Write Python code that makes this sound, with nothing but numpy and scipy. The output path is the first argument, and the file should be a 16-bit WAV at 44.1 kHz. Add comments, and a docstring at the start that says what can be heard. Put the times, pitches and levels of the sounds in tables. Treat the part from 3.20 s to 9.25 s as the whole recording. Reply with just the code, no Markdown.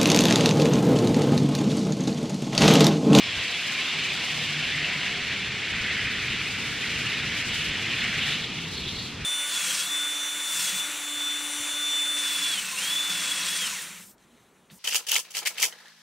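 """Six seconds in a garden: a hose nozzle sprays leafy plants a few metres from the microphone.
From the start drops patter on leaves, a noise of random impacts, under hissing mist; fat drops slap, as short rings.
Far traffic rumbles, a filtered noise, with thin whines, engine notes that swell and sink, and puffs of wind.
Past four seconds the nozzle dips: the jet sizzles in the bed, resonances on dense impacts, and then the patter thins."""
import sys
import numpy as np
from scipy import signal
from scipy.fft import rfft, irfft
from scipy.io import wavfile
from scipy.ndimage import uniform_filter1d

SR = 44100
rng = np.random.default_rng(int(sys.argv[2]) if len(sys.argv) > 2 else 0)


def transcribe(u):
    """Save the signal u as a 16-bit wav file named by the first command-line argument.

    u: samples, shape (n,) or (channels, n), limited to [-1, 1]; the rate is SR.
    q: integer samples, one column per channel.
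    """
    v = np.clip(np.atleast_2d(u).T, -1, 1)
    q = np.round(v * 32767).astype(np.int16)
    wavfile.write(sys.argv[1], SR, q)


N = 266760  # samples


def gain_of(db):
    """Decibels to amplitude."""
    return 10 ** (np.asarray(db) / 20)


def evened(x):
    """Scales to rms 1."""
    return x / np.sqrt(np.mean(x ** 2) + 1e-20)


def read(points, hz):
    """Reads a spectrum table on a log-frequency axis."""
    f, value = np.transpose(points)
    return np.interp(np.log(hz + 1), np.log(f + 1), value)


def follow(rows, t=None):
    """The columns of a curve at the times t, by default at every sample."""
    s, *columns = np.transpose(rows)
    if t is None:
        t = np.arange(N) / SR
    return [np.interp(t, s, column) for column in columns]


def wander(hz):
    """Slow chance of rms 1, up to about hz changes a second."""
    f = np.fft.rfftfreq(N, 1 / SR)
    spectrum = rfft(rng.standard_normal(N)) / (1 + (f / hz) ** 4)
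    return evened(irfft(spectrum, N))


def coloured(x, colour):
    """Gives a sound a spectrum, at rms 1."""
    gain = gain_of(read(colour, np.fft.rfftfreq(N, 1 / SR)))
    return evened(irfft(rfft(x) * gain, N))


def pair(x, same):
    """Two unrelated sounds become left and right, from alike (1) through unrelated (0) to opposite (-1)."""
    likeness = np.clip(read(same, np.fft.rfftfreq(N, 1 / SR)), -1, 1)
    mid = rfft(x[0]) * np.sqrt(1 + likeness)
    side = rfft(x[1]) * np.sqrt(1 - likeness)
    return irfft(np.array([mid + side, mid - side]), N)


def drops(per_s, spread_db):
    """Random impacts: a positive spread makes a few larger than the rest, a negative one a few smaller."""
    size = gain_of(spread_db * np.minimum(rng.exponential(1, N), 5))
    sign = rng.choice([-1, 1], N)
    lands = rng.random(N) < per_s / SR
    return evened(size * sign * lands)


def resonate(x, hz, width):
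    """A resonance of gain 1, width in Hz, that follows the curve hz."""
    turn = np.exp(2j * np.pi * np.cumsum(hz * np.ones(N)) / SR)
    r = np.exp(-np.pi * width / SR)
    # shift the resonance down to 0 Hz, smooth there, and shift back
    return 2 * (turn * signal.lfilter([1 - r], [1, -r], x / turn)).real


def steadied(x, size=1500):
    """Takes the chance swells out of a pair of sounds, over size samples, so that an envelope can shape them."""
    return x / np.sqrt(uniform_filter1d((x ** 2).mean(0), size=size) + .02)


def swell(start, length):
    """A far sound rises and sinks as a half sine to a low power, so it holds broadly between."""
    along = np.clip((np.arange(N) / SR - start) / length, 0, 1)
    return (np.abs(np.sin(np.pi * along)) * (along < 1)) ** 0.23


def traffic():
    """A dull roar from far roads, filtered noise that dips, builds up and then holds."""
    # roar at the microphone: t/s, level/dB
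    roar_level = [(0, -47.5), (.55, -51), (.9, -45), (2.8, -40), (4.6, -40), (6.05, -40)]
    # spectrum of the roar: f/Hz, level/dB per Hz (relative)
    roar_colour = [(20, -31.5), (45, -21.5), (70, -8), (110, 0.5), (160, 0.5), (250, -2), (330, -8),
                   (450, -7), (580, -19), (720, -17), (900, -17), (1400, -15.5), (3000, -60.5)]
    # left-right likeness of the roar: f/Hz, likeness
    roar_same = [(60, 1), (130, 0.99), (290, 0.93), (630, 0.45), (1000, 0.89), (1400, 1), (3000, 0.97)]
    roar = coloured(pair(rng.standard_normal((2, N)), roar_same), roar_colour)
    return roar * gain_of(follow(roar_level)[0])


def wind(lumpy_db=3):
    """Soft low buffeting, filtered noise: an uneven breeze and a few short puffs."""
    # spectrum of the breeze: f/Hz, level/dB per Hz (relative)
    breeze_colour = [(10, 6), (25, 1), (45, 11.5), (70, 17), (105, 12.5), (150, 7.5), (300, -66.5)]
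    # spectrum of the puffs: f/Hz, level/dB per Hz (relative)
    puff_colour = [(10, -8), (30, -6), (55, -3), (95, 6), (150, -1), (200, -10), (330, -64)]
    # wind at the two microphone ports: f/Hz, left-right likeness
    port_same = [(30, .992), (100, .982)]
    # puffs on the microphone: t/s of the peak, level/dB
    gusts = [(.1, -46), (.2, -38.5), (2.3, -40), (2.62, -41), (2.76, -44), (2.885, -44), (3.41, -47),
             (4.5, -47), (4.85, -52), (5.68, -43)]
    rise_s, fall_s = 0.048, 0.0091
    t = np.arange(N) / SR
    breeze_db = np.interp(t, [.6, 2], [-64, -49])  # very faint, then picks up and holds
    force = gain_of(breeze_db + lumpy_db * wander(hz=11.0))
    puffs = np.zeros(N)
    for peak_s, level_db in gusts:
        width_s = np.where(t < peak_s, rise_s, fall_s)
        puffs += gain_of(level_db) * np.exp(-((t - peak_s) / width_s) ** 2)
    breeze, eddies = (pair(air, port_same) for air in rng.standard_normal((2, 2, N)))
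    return coloured(breeze, breeze_colour) * force + steadied(coloured(eddies, puff_colour)) * puffs


def lulled(x):
    """The deep part of the rumble drops away for moments, and once lifts."""
    # brief changes below the corner: t/s of the middle, half-width/s (to 1/e of the dB), gain/dB
    lulls = [(.37, 0.099, -5), (.63, .04, 3), (2.426, 0.074, -19), (3.567, .04, -2)]
    below_hz = 60
    t = np.arange(N) / SR
    change_db = sum(db * np.exp(-((t - s) / width_s) ** 2) for s, width_s, db in lulls)
    deep = signal.sosfiltfilt(signal.butter(2, below_hz, fs=SR, output="sos"), x)
    return x + deep * (gain_of(change_db) - 1)


def engines(waver_db=0.5, overtone_db=-14):
    """The firing notes of far engines, each with one overtone, wavering on their way through the air."""
    # far engines: start t/s, length/s, mean firing rate f/Hz, level/dB
    passes = [(.73, 0.13, 146.8, -47), (1.104, .16, 149, -42), (1.272, .17, 148, -39.5),
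              (1.534, 0.11, 148, -40), (1.688, .12, 150, -45.5), (2.98, 0.16, 127, -43),
              (3.327, 0.099, 122, -46), (3.79, 0.093, 127, -42.5), (3.97, .14, 143, -43),
              (4.355, .17, 153, -45), (4.996, 0.24, 155, -46.5), (5.364, 0.14, 163.4, -40)]
    turns = np.cumsum(1 + .035 * wander(hz=30)) / SR  # the shared waver of pitch
    out = np.zeros(N)
    for start, length, hz, level_db in passes:
        phase = 2 * np.pi * hz * turns
        note = evened(np.sin(phase) + gain_of(overtone_db) * np.sin(2 * phase))
        out += gain_of(level_db) * swell(start, length) * note
    return out * evened(gain_of(waver_db * wander(hz=35)))


def whines(waver_db=1.5):
    """Thin sine tones that swell out of the far traffic, some sliding in pitch, and sink back."""
    # faint whines: start t/s, length/s, starting f/Hz before drift, glide/(Hz per s), peak level/dB before waver
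    glides = [(.2, .14, 485, -17, -50), (0.284, 0.14, 700, 88, -50), (0.49, 0.22, 1055, -58, -46),
              (0.744, .25, 409, -55.5, -46), (.93, .15, 1020, 0, -49), (0.972, 0.25, 720, 10.5, -54),
              (1.12, 0.16, 482, 4, -51), (1.6, 0.11, 673, -520, -48), (1.572, 0.2, 734, -150, -49.5),
              (1.668, 0.25, 1000, 1, -48.5), (1.797, 0.22, 693, 150.5, -49), (1.919, 0.18, 406, 9, -46.5),
              (2.178, 0.23, 417, 29.5, -48.5), (2.6, .55, 439, 2.5, -54), (4.45, 0.21, 466, 2, -51.5)]
    t = np.arange(N) / SR
    tones = np.zeros(N)
    drift = 1 + .011 * wander(hz=22)
    for start, length, hz, glide, level_db in glides:
        turns = np.cumsum((hz + glide * (t - start)) * drift) / SR
        tones += gain_of(level_db) * swell(start, length) * np.sin(2 * np.pi * turns)
    return tones * evened(gain_of(waver_db * wander(hz=11)))


def mist(flutter_db=1.5, fine_hz=7500, brighten=0.86, dull_below_db=-41.5):
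    """The jet tears into fine drops: a wide hiss, louder and brighter when the nozzle faces the microphone."""
    # hiss as the nozzle turns, before flutter and the water's trim: t/s, level/dB
    hiss_level = [(0, -43), (.45, -38.5), (.75, -40.5), (1.1, -38), (1.32, -40.5), (1.6, -41), (2.1, -42),
                  (2.25, -43), (2.6, -42), (3.4, -40), (3.82, -39), (4, -41.5), (4.4, -37.5), (4.52, -41),
                  (4.8, -40), (4.95, -40), (5.1, -38), (5.3, -44), (5.48, -42), (5.56, -41), (5.66, -42.5),
                  (5.88, -41.5), (5.98, -45.5), (6.05, -44)]
    # spectrum of the hiss before brightening: f/Hz, level/dB per Hz (relative)
    hiss_colour = [(1500, -46.5), (3200, -40), (3900, 14.5), (5600, 12), (7000, 8.5), (9500, 4.5),
                   (12300, 2), (14000, -3), (15000, -10)]
    # left-right likeness of the hiss, limited to -1..1: f/Hz, likeness
    hiss_same = [(3000, 0.5), (6000, -0.31), (8500, -0.59), (10500, -1.062), (12000, -1.08), (13500, -0.82),
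                 (15000, -1)]
    spray = [drops(per_s=11000, spread_db=1.5), drops(per_s=14000, spread_db=1.5)]
    hiss = coloured(pair(spray, hiss_same), hiss_colour)
    fine = signal.sosfiltfilt(signal.butter(2, fine_hz, "high", fs=SR, output="sos"), hiss)
    level_db = follow(hiss_level)[0]
    fine_db = brighten * (level_db - dull_below_db)  # treble gain, dB
    bright_hiss = hiss + fine * (gain_of(fine_db) - 1)
    return bright_hiss * gain_of(level_db + flutter_db * wander(hz=28.8))


def sizzle(width=1250, sputter_db=0.9, hop=0.013, bubble_share=.38, fizz_db=-31):
    """Lowered to the bed, the jet sputters, bubbles and fizzes on a small patch, whose pitch glides as it moves."""
    # jet striking the bed from close by, before sputter and hop: t/s, level/dB, resonance f/Hz
    strikes = [(4.2, -59, 2770), (4.33, -34, 2750), (4.42, -31.5, 2770), (4.52, -40, 2730),
               (4.65, -47, 2920), (4.71, -33, 2980), (4.76, -45, 3240), (4.805, -35, 3920),
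               (4.84, -40, 2760), (4.88, -50, 2870), (4.965, -41, 2900), (4.995, -32.5, 3350),
               (5.05, -32, 3370), (5.15, -32, 3500), (5.19, -48, 3460), (5.245, -31, 3540),
               (5.29, -55, 3230), (5.37, -40, 3160), (5.46, -41, 3200), (5.51, -45, 3390),
               (5.555, -34.5, 4130), (5.61, -36, 3650), (5.645, -38, 3520), (5.685, -34.5, 3550),
               (5.73, -39, 3900), (5.79, -35.5, 3880), (5.88, -41, 3900), (5.97, -54, 3440)]
    # spectrum of the fizz: f/Hz, level/dB per Hz (relative)
    fizz_colour = [(4000, -49), (8000, -5), (9500, -4), (11000, -25), (13000, 1), (15000, -7)]
    cut_hz = 4680  # the bed's foliage swallows the patch's treble above this
    level_db, hz = follow(strikes)
    hz = hz * (1 + hop * wander(hz=30))
    hits = resonate(resonate(drops(per_s=9000, spread_db=-0.5), hz, width), hz, width)
    bubbles = np.zeros(N)
    for ratio in np.linspace(.85, 1.17, 10):
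        bubbles += resonate(drops(per_s=110, spread_db=1), hz * ratio, width=80)
    patch = np.sqrt(1 - bubble_share) * evened(hits) + np.sqrt(bubble_share) * evened(bubbles)
    patch = signal.sosfilt(signal.butter(12, cut_hz, fs=SR, output="sos"), patch)
    fizz = gain_of(fizz_db) * coloured(drops(per_s=6500, spread_db=-0.5), fizz_colour)
    return gain_of(level_db + sputter_db * wander(hz=40)) * (evened(patch) + fizz)


def slaps(rough=.3):
    """A fat drop makes one leaf ring for a few cycles, with a rough edge."""
    # fat drops, each on a single leaf: start t/s, envelope peak level/dB, leaf pitch f/Hz
    fat_drops = [(.183, -23, 2890), (.5482, -23, 2410), (.9188, -26, 2250), (1.02, -24, 2350),
                 (1.51, -32, 2450), (1.6452, -22.5, 2830), (3.2141, -25, 2370), (3.3832, -30, 2260),
                 (3.928, -26.5, 2060), (4.2872, -26, 2370), (4.6433, -27, 2570), (4.8424, -20, 2320),
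                 (4.9901, -21, 2680)]
    peak_s = 0.0014  # a slap peaks after this time, then dies away
    t = np.arange(1024) / SR
    out = np.zeros(N)
    noises = rng.standard_normal((len(fat_drops), len(t)))
    envelope = t / peak_s * np.exp(1 - t / peak_s)
    for (s, peak_db, hz), noise in zip(fat_drops, noises):
        flutter = evened(np.convolve(noise, np.hanning(36), "same"))
        ring = np.sin(2 * np.pi * hz * t) * (1 + rough * flutter)
        out[round(s * SR):][:len(t)] += gain_of(peak_db) * envelope * ring
    return out


def leaves(patchy_db=1.5, flutter_db=0.17, depth=0.77, tap_share=0.29):
    """Drops tap leaves of many sizes over a wash of finer ones; the jet wanders from leaf to leaf."""
    # patter as the jet sweeps the plants, before flutter and the water's trim:
    # t/s, level/dB, weight of the low part/dB before depth (large leaves sound deeper)
    sweep = [(0, -30, -11), (.2, -29, -9.5), (.4, -29.5, -9), (.65, -28, -9.5), (.95, -28.5, -10),
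             (1.2, -29, -10), (1.4, -28.5, -8.5), (1.85, -28, -7.5), (2.15, -30, -8), (2.26, -31, -7.8),
             (2.5, -29.5, -7), (2.7, -27.5, -6), (2.95, -29, -5.5), (3.3, -30.5, -8), (3.55, -31.5, -6.5),
             (3.72, -28.5, -7), (4, -29.5, -7.5), (4.42, -30, -7.5), (4.68, -29.5, -8.5),
             (4.84, -28.5, -6.5), (5.02, -28.5, -6.5), (5.13, -28, -8.5), (5.2, -32, -9.5),
             (5.3, -35, -10.5), (5.52, -38, -8.5), (5.75, -38.5, -11), (5.95, -41, -10), (6.03, -38, -5.5)]
    # spectrum of taps and wash before patches and weight: f/Hz, level/dB per Hz (relative)
    leaf_colour = [(50, -34), (160, -8), (500, -14), (700, -12.5), (900, -15), (1150, -12.5), (1500, -7),
                   (1850, -2), (2250, 1), (2750, 0.5), (3400, -2), (4200, -8), (5200, -15), (6500, -22),
                   (8200, -26), (9500, -48), (12000, -73)]
    taps = np.zeros(N)
    for hz in np.geomspace(1200, 8000, 30):
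        taps += resonate(drops(per_s=190, spread_db=2.1), hz, width=300)
    wash = coloured(drops(per_s=20000, spread_db=1.77), leaf_colour)
    patter = np.sqrt(tap_share) * coloured(taps, leaf_colour) + np.sqrt(1 - tap_share) * wash
    hz, t, z = signal.stft(patter, SR, nperseg=512, noverlap=384)
    # chance patches, smooth over 3 bands and 12 frames
    patches = uniform_filter1d(rng.standard_normal(z.shape), size=3, axis=0)
    patches = evened(uniform_filter1d(patches, size=12, axis=1))
    # large leaves add weight under the main resonance and take it from above: f/Hz, dB per dB
    tilt = [(600, -1.07), (1050, -1.44), (1400, 0.94), (1800, 1.64), (2600, -0.19), (3700, -0.81), (6000, -0.97)]
    deep_db = follow(sweep, t)[1]
    weight_db = depth * np.outer(read(tilt, hz), deep_db - np.median(deep_db))
    z = z * gain_of(patchy_db * patches + weight_db)
    patter = evened(signal.istft(z, SR, nperseg=512, noverlap=384)[1][:N])
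    return patter * gain_of(follow(sweep)[0] + flutter_db * wander(hz=34.8))


def surges():
    """Gain of patter and mist, which swell or dip briefly as the jet meets or misses nearer leaves."""
    # brief swells and dips: t/s of the middle, gain/dB
    moments = [(.19, 0.5), (2.03, -0.5), (2.12, 1.5), (2.72, 0.5), (4.6, 0.5), (4.84, 2), (4.885, -0.5)]
    half_width_s = 0.029  # to 1/e of the dB
    t = np.arange(N) / SR
    return gain_of(sum(db * np.exp(-((t - s) / half_width_s) ** 2) for s, db in moments))


def scene():
    """Water in front, traffic and wind behind."""
    spray = surges() * (gain_of(0.06) * leaves() + gain_of(-0.94) * mist())
    water = spray + sizzle() + slaps()
    return water + lulled(traffic() + wind()) + engines() + whines()


def record(dry):
    """The microphone's band limit: a steep low-pass."""
    edge_hz = 15100
    low_pass = signal.firwin(511, edge_hz, window=("kaiser", 9), fs=SR)
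    return signal.oaconvolve(dry, low_pass[None], "same")


dry = scene()
out = record(dry)
transcribe(out)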